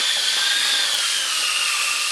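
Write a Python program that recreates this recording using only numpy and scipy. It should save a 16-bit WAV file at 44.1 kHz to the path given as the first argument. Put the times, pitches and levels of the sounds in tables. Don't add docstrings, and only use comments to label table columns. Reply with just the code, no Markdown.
import sys
import numpy as np
from scipy import signal
from scipy.fft import rfft, irfft, next_fast_len
from scipy.io import wavfile
from scipy.ndimage import uniform_filter1d

SR = 44100
rng = np.random.default_rng(int(sys.argv[2]) if len(sys.argv) > 2 else 0)


def elevation(decibels):
    levels = np.asarray(decibels, float)
    return 10 ** (levels / 20)


def dump_mix(stems):
    frames = np.atleast_2d(stems).T
    limited = np.clip(frames, -1, 1)
    pcm = np.round(limited * 32767).astype(np.int16)
    wavfile.write(sys.argv[1], SR, pcm)


N = 93183
TIME_S = np.arange(N) / SR
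SIZE = next_fast_len(N)
HZ = np.fft.rfftfreq(SIZE, 1 / SR) + 1


def walk(rate_hz):
    hold = max(int(SR / rate_hz), 20)
    steps = rng.standard_normal(N // 20 + 2)[:N // hold + 1]
    slewed = uniform_filter1d(np.repeat(steps, hold), hold)
    slewed = uniform_filter1d(slewed, hold)[:N]
    return (slewed - slewed.mean()) / slewed.std()


def shaped(x, gain):
    return irfft(rfft(x, SIZE) * gain, SIZE)[:N]


def colour(table):
    hz, db = np.transpose(table)
    return elevation(np.interp(np.log(HZ), np.log(hz), db))


def resonance(hz, width_hz):
    return 1 / (1 + (2 * (HZ - hz) / width_hz) ** 2)


def pulse(at_s, width_ms, undershoot):
    u = ((TIME_S - at_s) * 1000 / width_ms) ** 2
    return (1 - undershoot * u) * np.exp(-u / 2)


# time in seconds, output gear mesh in Hz, output mesh in dB, input mesh in dB,
# sidebands in dB, scrape in dB, cutter wobble (about 0-1).
DRIVE_CONTROLS = [(0, 1552, -31, -28, -31, -22.5, 1.46), (0.121, 1539, -38, -25.5, -30.5, -24.5, 0.68),
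                  (0.249, 1504, -33, -30, -28, -24, 0.9), (.35, 1562, -33, -28, -32.5, -22.5, 1),
                  (.5, 1611, -27.5, -28, -31, -22, 0.42), (.65, 1646, -31, -31.5, -28, -22.5, .9),
                  (.8, 1586, -30.5, -28, -29.5, -23, 0.99), (.92, 1499, -35.5, -29, -29.5, -23.5, 0.63),
                  (1.05, 1386, -32.5, -29.5, -37, -22, 0.42), (1.2, 1392, -50, -26.5, -34, -23.5, 0.42),
                  (1.299, 1284, -33.5, -30.5, -37, -23.5, 0.22), (1.4, 1250, -36.5, -28.5, -36, -22, 0.1),
                  (1.6, 1232, -36.5, -27, -36, -23, 0.24), (1.751, 1177, -34, -30, -32.5, -23, 0.21),
                  (1.9, 1191, -36, -30.5, -34.5, -22.5, 0.22), (2.11, 1215, -39, -32, -36, -23.5, 0.19)]


def drive(control):
    columns = ("s", "output_hz", "output_db", "input_db", "sideband_db", "scrape_db", "wobble")
    table = np.array(DRIVE_CONTROLS)
    curve = np.interp(TIME_S, table[:, 0], table[:, columns.index(control)])
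    return uniform_filter1d(curve, size=1500)


def room(near):
    t60_s, level_db, first_echo_s = 0.27, -13.5, 0.004
    t = np.arange(SR // 2) / SR
    tail = rng.standard_normal(len(t)) * elevation(-60 * t / t60_s) * (t > first_echo_s)
    tail /= np.sqrt(np.sum(tail ** 2))
    return elevation(level_db) * signal.fftconvolve(near, tail)[:N]


# time in seconds, level in dB, width in ms.
CHIP_SNAPS = [
    (.9457, -5, .017),
    (.9884, -3, .04),
]


def snaps():
    return sum(elevation(db) * pulse(at_s, width_ms, undershoot=0.88) for at_s, db, width_ms in CHIP_SNAPS)


# time in seconds, level in dB, width in ms.
TOOL_JOLTS = [
    (.003, -30, .7),
    (.169, -21, .3),
    (.368, -27, .4),
    (.737, -28, .35),
]


def jolts():
    return sum(elevation(db) * pulse(at_s, width_ms, undershoot=1) for at_s, db, width_ms in TOOL_JOLTS)


# time in seconds, level in dB, bass share of the blow in dB.
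WALL_KNOCKS = [(0.17, -31, -6), (0.324, -36, -10), (0.372, -30, -10), (0.42, -35, -10), (0.464, -33, -10),
               (0.511, -32, -11), (0.648, -31, -7), (0.693, -37, -3), (0.74, -32, -8), (0.791, -35, -5),
               (0.836, -38, -1), (0.936, -35, -5)]
# frequency in Hz, level in dB, t60 in seconds.
WALL_MODES = [(270, -5, .05), (400, -3, .03), (480, -1, .04), (570, -1, .05), (828, 0, .09), (900, -4, .05),
              (1100, -6, .03)]


def knocks():
    bass_below_hz, rise_s, mode_spread_db = 700, 0.0011, 0.5
    out = np.zeros(N + SR)
    t = np.arange(SR // 4) / SR
    for at_s, db, bass_db in WALL_KNOCKS:
        ring = np.zeros(len(t))
        for hz, mode_db, t60_s in WALL_MODES:
            level_db = mode_db + mode_spread_db * rng.standard_normal() + bass_db * (hz < bass_below_hz)
            ring += elevation(level_db - 60 * t / t60_s) * np.sin(2 * np.pi * hz * t)
        start = int(at_s * SR)
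        out[start:start + len(t)] += elevation(db) * ring * (1 - np.exp(-t / rise_s))
    return out[:N]


def rasp():
    band = shaped(rng.standard_normal(N), resonance(hz=4700, width_hz=420))
    return elevation(-39.5) * np.clip(drive("wobble"), 0, 2) * band / band.std()


# frequency in Hz, level in dB.
SCRAPE_COLOUR = [(40, -45), (130, -50.5), (230, -32), (536, -22.5), (1050, -16.5), (1300, -14.5),
                 (2900, -6.5), (10800, -14)]
# frequency in Hz, width in Hz, level over the scrape in dB.
PIPE_RESONANCES = [(271, 29, 4.5), (554, 73, 6.5), (715, 37, -7), (1202, 146, 5), (1670, 180, 1.5),
                   (1800, 67, 5.5), (2370, 45, 2.5), (3730, 1200, 0.5), (4190, 200, 4.5), (4720, 400, 4),
                   (5280, 320, 2.5), (8640, 640, 2), (11000, 740, 2)]


def scrape(chuck):
    rumble_hz, rumble_db, wobble_db = 720, 10.5, 2
    grit_db, grit_rate_hz, flicker_db, flicker_rate_hz = 0.6, 1500, 1.03, 13.8
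    pipe_db = sum(db * resonance(hz, width_hz) for hz, width_hz, db in PIPE_RESONANCES)
    grit = rng.standard_normal(N) * elevation(grit_db * walk(grit_rate_hz))
    grit = shaped(grit, colour(SCRAPE_COLOUR) * elevation(pipe_db))
    grit /= grit.std()
    wobble = drive("wobble")
    out = 0
    for octave in range(5, 15):
        band = shaped(grit, np.clip(1 - abs(np.log2(HZ) - octave), 0, 1))
        low = 1 / (1 + (2 ** octave / rumble_hz) ** 2)
        swell_db = wobble * low * (rumble_db + wobble_db * chuck)
        flicker = (1 + 2 * low) * flicker_db * walk(flicker_rate_hz)
        out = out + band * elevation(swell_db + flicker)
    return out * elevation(drive("scrape_db"))


def teeth(turns, orders, lines):
    out = 0
    for order, (db, blur_hz, clean) in zip(orders, lines):
        pole = np.exp(-np.pi * blur_hz / SR)
        noise = rng.standard_normal((2, N + SR // 10))
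        blur = signal.lfilter([1], [1, -2 * pole, pole ** 2], noise)[:, -N:]
        blur *= np.sqrt(1 - clean) / blur.std()
        phase = 2 * np.pi * order * turns
        tone = (np.sqrt(2 * clean) + blur[0]) * np.cos(phase) + blur[1] * np.sin(phase)
        out = out + elevation(db) * tone
    return out


OUTPUT_MULTIPLES = (1, 2.005)
LOADED_MULTIPLES = (.965, 1.04)
INPUT_MULTIPLES = (2.278, 4.55, 6.82, 1.17)
SIDEBAND_MULTIPLES = (2.148, 1.547, 2.66, 2.96, 4.4)
# level in dB, blur in Hz, clean share 0-1.
OUTPUT_TONES = [(-0.5, 190, 0.72), (-4.5, 80, 0.43)]
LOADED_TONES = [(-8, 56, 0.32), (-7, 55, 0.33)]
INPUT_TONES = [(0.5, 160, 0.39), (-12, 180, 0.081), (-9, 470, .05), (-7.5, 128, 0.087)]
SIDEBAND_TONES = [(1.5, 196, 0.26), (-16.5, 47, 0.69), (-5, 98, 0.11), (-4.5, 120, .05),
                  (-16.5, 150, 0.078)]
# frequency in Hz, level in dB.
HOUSING_COLOUR = [(1200, 0.5), (1500, -4), (1630, 0.5), (1950, -2), (2400, 0), (8700, 0), (9800, -6),
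                  (12000, -4)]


def gears(turns, chuck):
    mesh_per_carrier_turn, carrier_throb, chuck_throb_db = 27.45, 0.17, 3
    carrier = 2 * np.pi * turns / mesh_per_carrier_turn
    phases = 2 * np.pi * rng.random(5)
    pattern = sum(np.cos(k * carrier + phase) for k, phase in enumerate(phases, 1))
    steadiness = np.clip(1 - drive("wobble"), 0, 1)
    strands = steadiness * teeth(turns, LOADED_MULTIPLES, LOADED_TONES)
    output = teeth(turns, OUTPUT_MULTIPLES, OUTPUT_TONES) + strands
    output = output * elevation(drive("output_db") + chuck_throb_db * chuck)
    mesh = elevation(drive("input_db")) * teeth(turns, INPUT_MULTIPLES, INPUT_TONES)
    sidebands = elevation(drive("sideband_db")) * teeth(turns, SIDEBAND_MULTIPLES, SIDEBAND_TONES)
    whine = output + (1 + carrier_throb * pattern) * (mesh + sidebands)
    return shaped(whine, colour(HOUSING_COLOUR))


def scene():
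    mesh_per_chuck_turn, chuck_phase_turns = 75, 0.24
    mic_top_hz, steep_edge_hz = 11120, 13050
    turns = np.cumsum(drive("output_hz") * (1 + 0.00294 * walk(30))) / SR
    chuck = np.cos(2 * np.pi * (turns / mesh_per_chuck_turn + chuck_phase_turns))
    near = gears(turns, chuck) + knocks() + jolts()
    tool = near + room(near) + scrape(chuck) + rasp()
    tool = signal.sosfilt(signal.butter(8, mic_top_hz, fs=SR, output="sos"), tool)
    tool = signal.sosfilt(signal.ellip(10, 0.3, 70, steep_edge_hz, fs=SR, output="sos"), tool)
    return (tool + snaps())[None]


def low_pass(x):
    return signal.sosfilt(signal.butter(12, 15750, fs=SR, output="sos"), x)


def record(dry):
    mix = signal.sosfilt(signal.butter(2, 122, "high", fs=SR, output="sos"), dry)
    return low_pass(mix)


dry = scene()
out = record(dry)
dump_mix(out)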